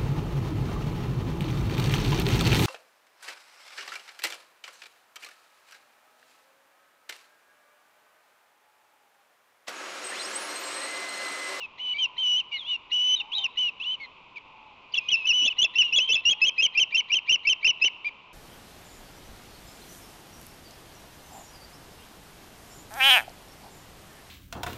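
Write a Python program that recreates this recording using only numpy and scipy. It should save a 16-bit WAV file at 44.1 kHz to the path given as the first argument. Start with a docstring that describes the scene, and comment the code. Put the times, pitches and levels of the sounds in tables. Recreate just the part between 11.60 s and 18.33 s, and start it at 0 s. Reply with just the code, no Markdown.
"""Shore wash runs throughout; ospreys on a nest begin with squeaks, faint scoops and drawn-out begging whistles.
Far gulls, plain pitch arches, cry from 0.4 s. From 3.3 s a fast run of chirps joins the last whistles:
each climbs on the low side of the syrinx, breaks to the high side and drops back; a last squeak follows.
Voices are trembling near sines with air noise and reflections. The microphone clips loud notes unevenly,
which adds their octave and low difference tones."""
import sys
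import numpy as np
from scipy import signal
from scipy.fft import rfft, irfft, next_fast_len
from scipy.io import wavfile
from scipy.ndimage import uniform_filter1d, map_coordinates

SR = 44100
rng = np.random.default_rng(int(sys.argv[2]) if len(sys.argv) > 2 else 0)


def waveform_to_disk(signal):
    """Save audio, clipped to [-1, 1], as 16-bit WAV at the path in sys.argv[1]."""
    frames = np.transpose(np.atleast_2d(signal))
    scaled = np.clip(frames, -1, 1) * 32767
    samples = np.round(scaled).astype(np.int16)
    wavfile.write(sys.argv[1], SR, samples)


N = 296793


def from_db(db):
    """Decibels to gain."""
    return 10 ** (np.asarray(db) / 20)


def unit(x):
    """Scales to rms 1."""
    return x / np.sqrt(np.mean(x ** 2) + 1e-20)


def colour(x, points):
    """Filters by a spectrum of (Hz, dB) points, interpolated over log frequency."""
    hz, db = np.transpose(points)
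    size = next_fast_len(len(x) + 4096)
    f = np.fft.rfftfreq(size, 1 / SR)
    gain = from_db(np.interp(np.log(f + 1), np.log(hz), db))
    return irfft(rfft(x, size) * gain, size)[:len(x)]


def waver(count, rate_hz):
    """Smooth random motion of about rms 1, up to about rate_hz."""
    at = np.arange(count) * 2 * rate_hz / SR
    knots = rng.standard_normal(int(at[-1]) + 4)
    return map_coordinates(knots, [at + 1], order=3, mode="nearest")


def add(mix, s, sound):
    """Mixes a sound in at time s."""
    part = mix[max(round(s * SR), 0):][:len(sound)]
    part += sound[:len(part)]


def parabola(u, first, middle, last):
    """A smooth arch through three values as u goes from 0 to 1."""
    return np.polyval(np.polyfit([0, .5, 1], [first, middle, last], 2), u)


def clock(length_s):
    """Time since the start of a note, and the same as a share of its length."""
    t = np.arange(max(round(length_s * SR), 64)) / SR
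    return t, t / t[-1]


# shore wash and microphone hiss, spectrum shape: (frequency [Hz], relative density [dB])
WASH_SPECTRUM = [(30, -8), (750, -7.5), (1020, 4.5), (1300, -8.5), (1750, -21.5), (2500, 1.5),
                 (4200, -20.5), (5500, -30), (7000, -37)]
WASH_DB = -52.5


def wash():
    """Steady far noise of the shore, swelling slightly."""
    level_db = WASH_DB + 0.66 * waver(N, 1.0)
    return from_db(level_db) * unit(colour(rng.standard_normal(N), WASH_SPECTRUM))


# octave strength, lifted by the throat near 4 kHz: (octave frequency [Hz], level re fundamental [dB])
THROAT_OCTAVE = [(2400, -33.5), (3900, 2.5), (4500, -22), (5200, -30), (6500, -37), (7200, -48)]


def syrinx(hz, db, jitter, jitter_hz, shimmer_db, rasp):
    """One vibrating membrane: a trembling near sine, hoarse when pushed above 3200 Hz."""
    count = len(hz)
    strain = np.clip((hz - 3200) / 350, 0, 1)
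    tremble = jitter * waver(count, jitter_hz) + rasp * strain * waver(count, 590)
    phase = 2 * np.pi * np.cumsum(hz * (1 + tremble)) / SR
    octave = from_db(np.interp(2 * hz, *np.transpose(THROAT_OCTAVE)))
    shimmer = shimmer_db * (1 + strain) * waver(count, 130)  # doubles at full strain
    return from_db(db + shimmer) * (np.sin(phase) + octave * np.sin(2 * phase))


def arches(rows, jitter, shimmer_db, rasp, taper, swell_s):
    """Short notes, each one arch of pitch, that swell as the air pressure builds."""
    out = np.zeros(N)
    for start, length, first_hz, middle_hz, last_hz, db in rows:
        t, u = clock(length)
        pitch = parabola(u, first_hz, middle_hz, last_hz)
        tone = syrinx(pitch, db, jitter, 219.7, shimmer_db, rasp)
        add(out, start, tone * np.minimum(t / swell_s, 1) * np.sin(np.pi * u) ** taper)
    return out


# voice squeaks and cracks:
# (start [s], length [s], start pitch [Hz], middle pitch [Hz], end pitch [Hz], level [dB])
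SQUEAK_NOTES = [(.002, 0.059, 2960, 2700, 2520, -32), (0.337, 0.067, 2256, 2323, 2420, -31.5),
                (0.913, 0.071, 2396, 2208, 2080, -32.5), (0.918, 0.054, 2770, 2906, 2820, -28),
                (0.963, 0.081, 4220, 3540, 3030, -36.5), (1.042, 0.081, 3130, 3540, 3660, -35.5),
                (1.557, 0.057, 3960, 3670, 3673, -29.5), (1.598, 0.021, 2970, 2805, 2560, -24),
                (1.717, .082, 2590, 3783, 3570, -25), (1.789, .05, 3660, 3634, 3444, -35),
                (1.838, 0.029, 2930, 2786, 2530, -20), (2.198, 0.045, 2560, 2860, 3546, -30),
                (2.398, 0.063, 2230, 2150, 2030, -36.5), (2.758, 0.027, 2690, 2354, 2280, -35),
                (3.32, 0.022, 5020, 4430, 3350, -51), (3.9, 0.031, 2990, 2915, 2500, -26),
                (6.445, 0.047, 2247, 2410, 2304, -24.5)]


def squeaks():
    """Squeaks and cracks of the voice: brief pitch arches with abrupt ends."""
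    return arches(SQUEAK_NOTES, jitter=0.0037, shimmer_db=1.62, rasp=0.019, taper=0.32, swell_s=0.0018)


# air rushing through the open beak, spectrum shape: (frequency [Hz], relative density [dB])
BEAK_AIR = [(1600, -26.5), (2300, 3.5), (3100, 2.5), (3900, 1.5), (4700, -16), (6700, -18.5), (7500, -43.5)]


def rush(voice, db, follow):
    """Fluttering air noise that grows with the strength of the voice."""
    strength = np.sqrt(abs(uniform_filter1d(voice ** 2, size=200))) + 1e-12
    flutter = from_db(2.5 * waver(N, 160))
    air = unit(colour(flutter * rng.standard_normal(N), BEAK_AIR))
    return from_db(db) * strength ** follow * air


SCOOP_LEAD_S, SCOOP_S, REST_S = 0.019, 0.03, .03


def scoops(db):
    """Faint, airy upward scoops as the syrinx starts to sound after a rest."""
    calls = [(row[0], row[1]) for row in WHISTLE_NOTES + SQUEAK_NOTES]
    calls += [(row[0], sum(row[1:5])) for row in CHIRP_NOTES]
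    rising = []
    for start, *_ in WHISTLE_NOTES + CHIRP_NOTES:
        if not any(s < start < s + length + REST_S for s, length in calls):
            rising.append((start - SCOOP_LEAD_S, SCOOP_S, 1820, 2020, 2200, db))
    # the swell outlasts the scoop, so full level is never reached
    return arches(rising, jitter=0.031, shimmer_db=3.0, rasp=0, taper=1.0, swell_s=0.044)


SLIDE_SHARE, SETTLE_S, SWING_HZ = .05, .03, 12  # pitch slides up by this share, overshoots, settles
DROOP_S, LIFT_HZ = .02, 14  # closing pitch lifts briefly, then sinks with the level
ATTACK_S = .008
# begging whistles, pitches before slide and droop, levels before droop:
# (start [s], length [s], first, middle, last pitch [Hz], first, middle, last level [dB],
#  closing droop [share of pitch])
WHISTLE_NOTES = [(.19, 0.15, 2984, 2992, 2950, -34.5, -28.5, -25.5, 0.013),
                 (0.381, 0.083, 3300, 3008, 2810, -25.5, -20, -18.5, 0.057),
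                 (0.577, 0.24, 3180, 2950, 3052, -24.5, -20.5, -20.5, 0.16),
                 (1.056, .11, 2740, 2960, 2680, -43.5, -25, -27.5, 0),
                 (1.314, 0.24, 2917, 2982, 3031, -20, -21, -14, 0),
                 (1.778, 0.074, 3230, 3067, 3104, -16.5, -32, -20, 0.022),
                 (1.97, 0.13, 2983, 2957, 2684, -20, -22, -23, 0.051),
                 (2.24, 0.12, 2790, 3005, 3014, -31.5, -25.5, -28.5, 0.1),
                 (3.4, .15, 2500, 2505, 2650, -40, -39.5, -34.5, 0.022),
                 (3.553, 0.093, 2774, 2610, 2550, -26, -30, -34.5, 0),
                 (3.72, .153, 2930, 2972, 2881, -21, -18, -22, 0),
                 (4.227, 0.091, 3040, 2786, 2795, -25, -25.5, -39, 0.02),
                 (4.396, 0.073, 3000, 3020, 3180, -18, -21, -29.5, 0),
                 (4.473, 0.04, 3306, 3115, 3065, -20.5, -24, -20, 0.012),
                 (4.57, 0.042, 2860, 2650, 2650, -22, -27, -36.5, 0)]


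def whistles():
    """Long, nearly level begging whistles that slide in, swell or fade; most droop at the end."""
    out = np.zeros(N)
    for start, length, first_hz, middle_hz, last_hz, first_db, middle_db, last_db, droop in WHISTLE_NOTES:
        t, u = clock(length)
        slide = SLIDE_SHARE * np.exp(-t / SETTLE_S) * np.cos(2 * np.pi * SWING_HZ * t)
        closing = np.exp((t - t[-1]) / DROOP_S)
        sink = closing * np.cos(2 * np.pi * LIFT_HZ * (t - t[-1]))
        bend = 1 - slide - droop * sink + 0.0027 * waver(len(t), 14)
        pitch = parabola(u, first_hz, middle_hz, last_hz) * bend
        db = parabola(u, first_db, middle_db, last_db) - 110 * droop * closing ** 3
        tone = syrinx(pitch, db, jitter=0.0087, jitter_hz=460, shimmer_db=0.44, rasp=.02)
        fade = signal.windows.tukey(len(t), .009 * SR / len(t))
        add(out, start, tone * fade * np.minimum(t / ATTACK_S, 1))
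    return out


# far gull cries:
# (start [s], length [s], start pitch [Hz], middle pitch [Hz], end pitch [Hz], level [dB])
GULL_CRIES = [(.4, 0.24, 960, 1001, 880, -52.5), (1.6, 0.15, 830, 880, 1060, -51),
              (1.73, .13, 840, 821, 760, -50), (1.82, 0.084, 1058, 1050, 940, -49.5),
              (2.85, .3, 880, 880, 834, -54), (4.72, 0.12, 800, 866, 877, -54.5)]


def gulls():
    """Far gull cries: low, trembling pitch arches."""
    return arches(GULL_CRIES, jitter=0.017, shimmer_db=4, rasp=0, taper=0.3, swell_s=0.0075)


def note(hz, db):
    """One note of a chirp on a given pitch curve, with rounded ends."""
    rounded = np.sin(np.linspace(0, np.pi, len(hz))) ** 0.49
    return syrinx(hz, db, jitter=0.0085, jitter_hz=220.5, shimmer_db=3.4, rasp=0.021) * rounded


OVERLAP_S, LINGER_S = .003, .008  # overrun into the next note; the high note lingers longer
LEAD_HZ_PER_S, LEAD_SWELL_S = 3600, 0.0094


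def lead_note(length, hz, db):
    """A chirp opens on the low side of the syrinx, climbing gently as the air pressure builds."""
    t, _ = clock(length + OVERLAP_S)
    return note(hz + LEAD_HZ_PER_S * (t - t.mean()), db) * np.minimum(t / LEAD_SWELL_S, 1)


CREST_S, CREST_HZ = .015, 410  # this much lower this long before and after the middle


def crest_note(length, hz, db):
    """The low side arches up and dips just before the voice breaks."""
    t, _ = clock(length + OVERLAP_S)
    return note(hz - CREST_HZ * ((t - t.mean()) / CREST_S) ** 2, db)


PEAK_S, BEND_S, BEND_HZ = .009, .03, 312  # early peak, then down this far in BEND_S


def high_note(length, hz, db):
    """The high side takes over at the break, peaks and bends down."""
    t, _ = clock(length + LINGER_S)
    return note(hz - BEND_HZ * ((t - PEAK_S) / BEND_S) ** 2, db)


DROP_HZ_PER_S = 11500


def drop_note(length, last_hz, db):
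    """The voice falls back to the low side and slides down as the chirp closes."""
    t, _ = clock(length + OVERLAP_S)
    return note(last_hz + DROP_HZ_PER_S * (t[-1] - t), db)


# closing pitch, sinking as the run goes on: (time [s], pitch [Hz])
CLOSING_PITCH = [(3.35, 2554), (4.7, 2519), (5.0, 2210), (6.25, 2200)]
# chirps: (start [s], lead, crest, high, drop length [s], lead, crest, high pitch [Hz],
#  lead, crest, high, drop level [dB])
CHIRP_NOTES = [(3.337, 0.0073, .008, .02, 0.022, 3005, 2793, 3380, -14, -19.5, -26, -20),
               (3.482, 0.0093, .008, .015, 0.043, 2950, 3180, 3310, -14.5, -28.5, -25.5, -14),
               (3.643, 0.02, 0.004, 0.019, 0.036, 2620, 2840, 3025, -20, -24.5, -18.5, -13.5),
               (3.808, 0.04, 0.013, .014, 0.016, 2670, 3187, 3456, -29, -16, -18, -16.5),
               (3.98, 0.036, .011, 0.016, 0.018, 2900, 3120, 3422, -15, -16, -15, -14),
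               (4.151, 0.023, 0.0099, 0.034, 0.013, 2700, 2810, 2999, -21.5, -19.5, -2.5, -18),
               (4.32, 0.012, .026, .024, 0.016, 2623, 2966, 3395, -16.5, -14, -11.5, -15.5),
               (4.487, .028, .015, 0.024, .014, 2656, 3047, 3433, -16.5, -12.5, -18, -13.5),
               (4.65, 0.045, 0.0061, 0.025, 0.0074, 2840, 3110, 3286, -8.5, -13, -17, -21.5),
               (4.814, 0.033, .014, .028, 0.0074, 2620, 2923, 3220, -8.5, -16.5, -16, -30.5),
               (4.978, 0.031, .017, 0.034, 0.01, 2548, 2827, 3192, -13.5, -16, -15, -28.5),
               (5.148, 0.021, .027, 0.037, 0.0043, 2420, 2743, 3115, -22, -12.5, -14, -36.5),
               (5.319, .022, .026, 0.036, 0.0064, 2360, 2780, 3125, -23.5, -14.5, -15, -26),
               (5.496, 0.021, 0.027, 0.04, 0.0055, 2390, 2918, 3157, -23.5, -12, -16.5, -37.5),
               (5.675, 0.017, .025, 0.036, 0.0053, 2379, 2887, 3076, -22, -9.5, -12.5, -36),
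               (5.848, .02, 0.023, .036, .007, 2290, 2708, 3113, -24, -16, -13, -36.5),
               (6.026, 0.019, 0.027, 0.034, 0.0062, 2323, 2786, 3047, -25.5, -9, -14, -38.5),
               (6.213, .026, 0.007, 0.03, 0.0056, 2603, 2770, 3045, -11, -11.5, -14.5, -24)]


def chirps():
    """Every chirp is the same gesture: a lead, a crest, a break to the high note, a closing drop."""
    out = np.zeros(N)
    for start, *settings in CHIRP_NOTES:
        lead_s, crest_s, high_s, drop_s = settings[:4]
        lead_hz, crest_hz, high_hz = settings[4:7]
        lead_db, crest_db, high_db, drop_db = settings[7:]
        break_at = start + lead_s + crest_s
        last_hz = np.interp(start, *np.transpose(CLOSING_PITCH))
        add(out, start, lead_note(lead_s, lead_hz, lead_db))
        add(out, start + lead_s, crest_note(crest_s, crest_hz, crest_db))
        add(out, break_at, high_note(high_s, high_hz, high_db))
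        add(out, break_at + high_s, drop_note(drop_s, last_hz, drop_db))
    return out


def rasps(db, length_s):
    """A short burst of turbulent noise at each break of the voice."""
    gate = np.zeros(N)
    for start, lead_s, crest_s, *_ in CHIRP_NOTES:
        add(gate, start + lead_s + crest_s - .005, np.hanning(round(length_s * SR)))
    return from_db(db) * gate * unit(colour(rng.standard_normal(N), BEAK_AIR))


def bounce(x, delay_s, db):
    """One close inverted reflection, which dents each glide as it passes certain pitches."""
    t = np.arange(N) / SR
    return x - from_db(db) * np.interp(t - delay_s, t, x)


def surroundings(x, near_db, far_db, t60):
    """Quick reflections off the nest and the steelwork, then a thin tail from farther structures."""
    t = np.arange(SR) / SR
    taps = rng.choice([-1., 1.], SR) * (rng.random(SR) < 2000 / SR)  # about 2000 per second
    near = taps * (t > .002) * from_db(-60 * t / .08)
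    far = taps * np.clip((t - .02) / 0.013, 0, 1) * from_db(-60 * t / t60)
    response = from_db(near_db) * near / np.linalg.norm(near)
    response += from_db(far_db) * far / np.linalg.norm(far)
    return x + signal.fftconvolve(x, response)[:N]


def scene():
    """The birds at the nest with their reflections, the gulls and the wash."""
    begging = squeaks() + whistles()
    begging += rush(begging, db=-36, follow=0.44)
    onsets = scoops(db=-39)
    onsets += rush(onsets, db=-11.5, follow=0.83)
    run = chirps()
    chirping = bounce(run, delay_s=0.002078, db=-17.5)
    chirping += rush(run, db=-34, follow=0.79) + rasps(db=-37.5, length_s=0.032)
    birds = surroundings(begging + onsets + chirping, near_db=-18.0, far_db=-25.5, t60=1.0)
    return (birds + gulls() + wash())[None]


# colour of the overload products: (frequency [Hz], gain [dB])
OVERLOAD_COLOUR = [(30, -38.5), (200, -11), (500, -4.5), (1700, -9.5), (2400, -0.5), (6500, 0), (7500, -24)]
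BAND_LIMIT_HZ = 7750


def record(dry):
    """The microphone flattens loud notes, negative swings much sooner than positive; then the band limit."""
    fine = signal.resample_poly(dry[0], 4, 1)  # oversampled against aliasing
    flattened = np.clip(fine, -from_db(-22.5), from_db(-12.0))
    products = signal.resample_poly(flattened - fine, 1, 4)[:N]
    loaded = dry[0] + colour(products, OVERLOAD_COLOUR)
    lowpass = signal.firwin(255, BAND_LIMIT_HZ, window=("kaiser", 8), fs=SR)
    return signal.oaconvolve(loaded, lowpass, "same")[None]


dry = scene()
out = record(dry)
waveform_to_disk(out)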